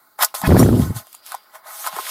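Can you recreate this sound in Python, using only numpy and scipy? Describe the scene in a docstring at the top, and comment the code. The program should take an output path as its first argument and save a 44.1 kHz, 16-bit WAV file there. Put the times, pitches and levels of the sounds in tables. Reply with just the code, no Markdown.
"""Newspaper wrapped round a hollow roll is slit by a knife tip on a garden table, then pulled and crumpled.
Swarms of tiny creases, made of random clicks and noise, crackle, fizz and ring the roll; larger creases snap.
A finger squeaks as a stack of harmonics, the small blade rings as thin tones and the roll knocks the table.
A gust buffets the microphone with low filtered noise and pressure kicks.
Faint air and a thin insect hiss, both filtered noise, lie behind it all."""
import sys
import numpy as np
from scipy import signal
from scipy.io import wavfile
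from scipy.ndimage import uniform_filter1d

SR = 44100
rng = np.random.default_rng(int(sys.argv[2]) if len(sys.argv) > 2 else 0)


def unload_wav(signal):
    """Save mono or channel-first audio to the path in sys.argv[1] as 16-bit WAV at rate SR, clipped to [-1, 1]."""
    wavfile.write(
        sys.argv[1],
        SR,
        np.round(np.clip(np.atleast_2d(signal).T, -1, 1) * 32767).astype(np.int16),
    )


N = 92610
T = np.arange(N) / SR  # time in seconds

# The notes the paper roll rings at. Each row: pitch in Hz, relative level in dB,
# time to fade by 60 dB in seconds (snaps add damping of their own).
ROLL_MODES = [(648, -5.5, 0.052), (842.5, -2, 0.047), (1060, -3, 0.051), (1275, -2.5, 0.034),
              (1473, -6, 0.047), (1740, -4, 0.012), (1976, -11, 0.037), (2172, -12.5, 0.035)]
# Tone of the fine fizz. Each row: frequency in Hz, relative gain in dB.
FIZZ_TONE = [(3240, -26.5), (5500, -6.5), (9070, -2), (12700, -0.5), (15000, -2.5), (16000, -34)]
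# Tone of the crisp middle. Each row: frequency in Hz, relative gain in dB.
CRISP_TONE = [(1290, -8.5), (2200, -5.5), (3320, 0), (4650, -2), (5020, -2), (5500, 0.5), (7150, -81.5)]


def amp(db):
    """Turn decibels into a plain multiplier."""
    return 10 ** (np.asarray(db) / 20)


def evened(x):
    """Scale a signal to an rms (average strength) of 1."""
    return x / np.sqrt(np.mean(x ** 2) + 1e-20)


def level(table, column):
    """Gain over time, drawn in straight dB lines between the rows of a table."""
    rows = np.array(table)
    return amp(np.interp(T, rows[:, 0], rows[:, column]))


def colour(x, points):
    """Filter whose gain follows (Hz, dB) points and which responds only after its input."""
    f, db = np.transpose(points)
    hz = abs(np.fft.fftfreq(4096, 1 / SR))
    gain_db = np.interp(np.log(hz + 1), np.log(f + 1), db)
    log_gain = np.log(amp(np.maximum(gain_db, -90)))
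    # The Hilbert transform supplies the phase that keeps the response early (minimum phase).
    taps = np.fft.ifft(np.exp(np.conj(signal.hilbert(log_gain)))).real[:2048]
    return signal.oaconvolve(x, taps / np.linalg.norm(taps))[:N]


def clicks(per_s, spread_db):
    """Random clicks of either sign, a few of them large, with an rms of 1."""
    draw = rng.random((N, 3))
    size = amp(-spread_db * np.log(draw[:, 0] + 1 / 200))
    sign = np.sign(draw[:, 1] - .5)
    happens = draw[:, 2] < per_s / SR
    return evened(size * sign * happens)


def train(table, column):
    """One click for each row of a table, sized by a dB column."""
    out = np.zeros(N)
    for row in table:
        out[min(round(row[0] * SR), N - 1)] += amp(row[column])
    return out


def garden():
    """Faint air is filtered noise; the insect hiss is noise squeezed into a narrow band."""
    # Tone of the air. 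Each row: frequency in Hz, relative gain in dB.
    air_tone = [(65, -20.5), (400, -7.5), (800, -20.5), (1400, -1), (2300, -44), (4200, -10), (7000, -37.5),
                (13700, -10)]
    # Loudness of the insect. Each row: time in seconds, level in dB.
    insect_levels = [(0, -79.5), (1.12, -61.5), (1.38, -59), (1.5, -72)]
    air_db = -57.5
    insect_hz, half_width_hz = 4810, 60
    edges = [insect_hz - half_width_hz, insect_hz + half_width_hz]
    band = signal.butter(2, edges, "band", fs=SR, output="sos")
    hiss = evened(signal.sosfilt(band, rng.standard_normal(N))) * level(insect_levels, 1)
    return amp(air_db) * colour(rng.standard_normal(N), air_tone) + hiss


def eddies():
    """Pressure pulses of mixed size at uneven but never bunched intervals."""
    per_s, spread_db = 130, 8.5  # average pulse rate; sizes lie between twice this many dB below full size and full size
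    draw = rng.random((600, 2))
    at = (np.cumsum(.4 + 1.2 * draw[:, 0]) * SR / per_s).astype(int)
    out = np.zeros(N)
    out[at[at < N]] = amp(spread_db * (2 * draw[at < N, 1] - 2))
    return evened(out)


def gust():
    """Lumpy low turbulence: noise and eddy pulses filtered into a rumble and a flutter."""
    # Strength of the gust. Each row: time in seconds, rumble level in dB, flutter level in dB.
    gust_levels = [(.41, -90, -56), (.472, -39, -23.5), (.48, -9.5, -11.5), (.52, -9.5, -11.5),
                   (.64, -15, -13), (.8, -18, -15.5), (.886, -26.5, -34), (.908, -16.5, -31),
                   (.938, -52, -49), (.964, -23.5, -40.5), (1.01, -55.5, -56), (1.08, -90, -94)]
    # Tone of the rumble. Each row: frequency in Hz, relative gain in dB.
    rumble_tone = [(25, -26), (81, 1.5), (150, -0.5), (200, -30), (330, -89)]
    # Tone of the flutter. Each row: frequency in Hz, relative gain in dB.
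    flutter_tone = [(70, -46.5), (150, 4), (240, 2), (350, -7), (640, -20.5), (1200, -31.5), (3000, -68.5)]
    eddy_share = 0.55  # the rest is smooth noise
    air = (1 - eddy_share) * rng.standard_normal(N) + eddy_share * eddies()
    rumble = evened(colour(air, rumble_tone)) * level(gust_levels, 1)
    flutter = evened(colour(air, flutter_tone)) * level(gust_levels, 2)
    return (rumble + flutter) * (T > gust_levels[0][0])


def buffets():
    """Each buffet is a pressure kick, sharper the higher its pitch, with a spit of noise round that pitch."""
    # Hardest buffets of the gust. Each row: start in seconds, relative level in dB, pitch in Hz.
    hits = [(0.491, -2.5, 1150), (0.505, -3.5, 1940), (0.516, -2.5, 1620), (0.521, -0.5, 1240),
            (0.544, 2, 875), (0.556, -1.5, 1310), (0.566, 1.5, 1655), (0.600, -0.5, 1080),
            (0.613, -6, 1354), (0.627, -2, 1900), (0.66, -5.5, 1410), (0.688, -4.5, 1400),
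            (0.701, -1.5, 444), (0.725, -3, 930), (0.729, -10, 450), (0.769, -6, 746), (0.796, -2, 580),
            (0.82, -8.5, 408), (0.9, -14, 400)]
    kick_cycles = .75  # width of the kick, in cycles of its pitch
    spit_s, spit_octaves = 0.0032, .22  # time to the spit's peak; reach to either side of the pitch
    out, t = np.zeros(N + 1000), T[:1000]
    for (s, db, hz), noise in zip(hits, rng.standard_normal((len(hits), 1000))):
        u = t * hz / kick_cycles - 3
        kick = (1 - u * u) * np.exp(-u * u / 2)
        edges = hz * 2. ** np.array([-spit_octaves, spit_octaves])
        band = signal.butter(2, edges, "band", fs=SR, output="sos")
        spit = evened(signal.sosfilt(band, noise)) * t / spit_s * np.exp(-t / spit_s)
        out[round(s * SR):][:1000] += amp(db) * (amp(-2.0) * kick + amp(-15.5) * spit)
    return out[:N]


def table_echo(x):
    """Short diffuse return from table and body: the sound smeared by fading noise."""
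    t60 = 0.047  # seconds to fade by 60 dB
    t = T[:4000]
    taps = rng.standard_normal(len(t)) * amp(-60 * t / t60) * (t > .002)
    return signal.oaconvolve(x, taps / np.linalg.norm(taps))[:N]


def knocks():
    """Dull short rings with a soft start: one low thump just before the gust, then the roll knocking the table."""
    # Each row: start in seconds, level in dB, pitch in Hz.
    hits = [(0.436, -6.5, 192), (1.934, -33.5, 188), (1.967, -25, 417), (1.994, -25.5, 407)]
    t60 = 0.04  # seconds to fade by 60 dB
    out, t = np.zeros(N + 4000), T[:4000]
    for s, db, hz in hits:
        fade = amp(db - 60 * t / t60)
        out[round(s * SR):][:4000] += fade * np.sin(2 * np.pi * hz * t) * (1 - np.exp(-t * hz))
    return out[:N]


def blade():
    """The small blade rings in thin steel tones; each touch wakes a different share of them."""
    # Tones of the blade. Each row: pitch in Hz, relative level in dB.
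    tones = [(5600, -3), (7200, 5), (8100, -4), (9600, -1), (10400, 2.5), (12100, -8), (13600, -2)]
    # Touches of the blade. Each row: start in seconds, relative level in dB.
    touches = [(.594, -18), (0.629, -30.5)]
    t60 = 0.072  # seconds to fade by 60 dB
    out, t = np.zeros(N + 6000), T[:6000]
    for (s, touch_db), shares in zip(touches, rng.random((len(touches), len(tones)))):
        tone = sum(w * amp(db) * np.sin(2 * np.pi * hz * t) for w, (hz, db) in zip(shares, tones))
        out[round(s * SR):][:6000] += amp(touch_db - 60 * t / t60) * tone
    return out[:N]


def squeak():
    """A finger sticks and slips quickly: a rough stack of harmonics whose bright region climbs."""
    # The finger along the paper. Each row: time in seconds, relative level in dB, brightest region in Hz.
    path = [(0.436, -12.5, 800), (0.452, -21.5, 1700), (0.475, -34.5, 3300)]
    pitch_hz, jitter, bright_octaves = 854, .03, 0.54  # jitter is the rms share of the pitch
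    s, _, bright_hz = np.transpose(path)
    wobble = evened(uniform_filter1d(rng.standard_normal(N), size=300))
    turns = np.cumsum(pitch_hz * (1 + jitter * wobble)) / SR
    bright = np.interp(T, s, bright_hz)
    stack = 0
    for k in range(1, 6):
        octaves_off = np.log2(k * pitch_hz / bright)
        strength = 0.1 / k + np.exp(-(octaves_off / bright_octaves) ** 2)
        stack = stack + strength * np.cos(2 * np.pi * k * turns)
    gate = np.clip(np.minimum(T - s[0], s[-1] - T) / 0.0029, 0, 1)  # 2.9 ms ramps at both ends
    return gate * level(path, 1) * stack


def ring(weights):
    """One strike of the roll: its modes ring and fade, each weighted by where it is struck."""
    t = T[:3000]
    return sum(w * amp(db - 60 * t / t60) * np.sin(2 * np.pi * hz * t)
               for w, (hz, db, t60) in zip(weights, ROLL_MODES))


def snaps():
    """Each larger crease rings the modes near its pitch and spits a short bright tick."""
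    # Single creases snapping. Each row: start in seconds, ring level in dB, relative tick level in dB,
    # strongest pitch in Hz.
    creases = [(0.19, -17, -32, 800), (0.225, -4.5, -9, 1126), (0.231, -9, -15.5, 1000),
               (0.247, -26, -9, 1000), (0.342, -15, -37, 860), (0.35, -18.5, -20, 840),
               (0.416, -20, -23, 730), (1.069, -43.5, -41, 660), (1.129, -56, -35, 810),
               (1.144, -36.5, -40, 950), (1.149, -40, -33.5, 830), (1.263, -36, -33, 1230),
               (1.3196, -23, -28, 1146), (1.326, -23, -39, 1170), (1.343, -17.5, -36.5, 773),
               (1.348, -18, -27, 977), (1.843, -23.5, -57, 1380), (1.865, -13, -25, 1100),
               (1.872, -14, -22, 1160), (1.928, -20.5, -35.5, 1004), (1.965, -16, -27.5, 1070),
               (1.987, -16.5, -45, 1040), (2.068, -20.5, -43, 2100)]
    spot_octaves, damp_db_s = 0.38, 1400  # reach round the strongest pitch; extra fading in dB per second
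    tick_s, tick_rise_s = 0.0012, 0.00031  # time constants of the tick's fall and rise
    out = np.zeros(N + 3000)
    shape = (len(creases), len(ROLL_MODES))
    spots = rng.uniform(0.17, 1, shape) * rng.choice([-1, 1], shape)
    modes_hz = np.array(ROLL_MODES)[:, 0]
    for (s, ring_db, _, hz), spot in zip(creases, spots):
        nearness = np.exp(-(np.log2(modes_hz / hz) / spot_octaves) ** 2)
        taps = ring(spot * (0.17 + nearness)) * amp(-damp_db_s * T[:3000])
        out[round(s * SR):][:3000] += amp(ring_db) * taps / abs(taps).max()
    t = T[:1000]
    tick = np.exp(-t / tick_s) * (1 - np.exp(-t / tick_rise_s))
    burst = signal.oaconvolve(train(creases, 2), tick)[:N] * rng.standard_normal(N)
    return out[:N] + amp(7.0) * colour(burst, FIZZ_TONE) + amp(-4.0) * colour(burst, CRISP_TONE)


def patchy(x):
    """Different parts of the sheet colour the sound from moment to moment."""
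    patch_db = 2.0  # rms size of the level changes
    z = signal.stft(x, nperseg=256)[2]
    field = uniform_filter1d(rng.standard_normal(z.T.shape), size=12, axis=0)  # smooth over time
    field = evened(uniform_filter1d(field, size=4, axis=1)).T  # smooth over frequency
    return signal.istft(z * amp(patch_db * field), nperseg=256)[1][:N]


def rustle():
    """Swarms of tiny creases: they ring the roll, crackle and fizz."""
    # Rustle of the paper. Each row: time in seconds, then relative levels in dB of the fizz,
    # the ring of the roll and the crisp middle.
    motion = [(0, -59, -55.5, -79), (.175, -63, -64.5, -71), (.19, -34, -28, -54), (.21, -23, -20.5, -25),
              (.23, -13, -10, -14.5), (.253, -14.5, -31, -33), (.27, -41, -42.5, -42),
              (.337, -57.5, -59.5, -58), (.345, -24, -29.5, -27), (.41, -31, -41.5, -46.5),
              (.44, -37.5, -23.5, -34.5), (.474, -22.5, -21, -26.5), (.482, -31, -54, -35),
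              (.56, -34.5, -29, -33.5), (.595, -19.5, -25, -29), (.67, -33.5, -47, -38),
              (.74, -38, -43, -40.5), (.82, -30, -33.5, -37.5), (.94, -44.5, -44, -55),
              (.965, -27.5, -36, -35), (1.0, -36.5, -40, -41), (1.04, -52, -52.5, -57.5),
              (1.15, -45, -62, -51.5), (1.22, -63, -54.5, -59), (1.27, -36, -53.5, -39.5),
              (1.33, -39, -38, -41), (1.41, -59.5, -56.5, -57), (1.52, -59, -52, -61.5),
              (1.555, -37.5, -33, -48), (1.58, -49.5, -48, -56.5), (1.62, -67, -52, -70),
              (1.67, -38, -36.5, -44.5), (1.8, -29.5, -43, -41.5), (1.88, -26.5, -25.5, -29.5),
              (1.9, -41, -42, -39), (1.99, -30, -28, -35), (2.03, -31.5, -42, -33.5),
              (2.1, -25.5, -34, -30.5)]
    per_s, spread_db = 2500, 4  # clicks per second; spread of their sizes
    body = 0
    for mode in np.eye(len(ROLL_MODES)):  # each mode gets its own clicks
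        taps = ring(mode)
        strikes = clicks(per_s / 2, spread_db) * level(motion, 2)
        body = body + signal.oaconvolve(strikes, taps)[:N]
    body = body / np.linalg.norm(ring(np.ones(len(ROLL_MODES))))
    fine = evened(rng.standard_normal(N) + 0.17 * clicks(per_s, spread_db))
    coarse = clicks(per_s, spread_db)
    fizz = colour(fine * level(motion, 1), FIZZ_TONE)
    crisp = colour(evened(coarse + fine) * level(motion, 3), CRISP_TONE)
    return amp(-1.5) * body + amp(-6.0) * patchy(fizz + crisp)


def scene():
    """Thin the paper's lows, add the other handling sounds and their echo, then the wind and garden."""
    creases = rustle() + snaps()
    low_cut = signal.butter(4, 540, "high", fs=SR, output="sos")  # Hz
    paper = signal.sosfilt(low_cut, creases) + amp(-23) * creases  # a little of the lows leaks through
    paper = paper + knocks() + blade() + squeak()
    return (paper + amp(-12) * table_echo(paper) + gust() + buffets() + garden())[None]


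def record(dry):
    """Overload flattens loud peaks with a rounded knee, then the highest treble is cut."""
    ceiling, knee, edge_hz = .84, 6, 16150  # a larger knee number bends more sharply
    soft = dry / (1 + abs(dry / ceiling) ** knee) ** (1 / knee)
    low_pass = signal.firwin(511, edge_hz, window=("kaiser", 9), fs=SR)
    return signal.oaconvolve(soft, low_pass[None], "same")


dry = scene()
out = record(dry)
unload_wav(out)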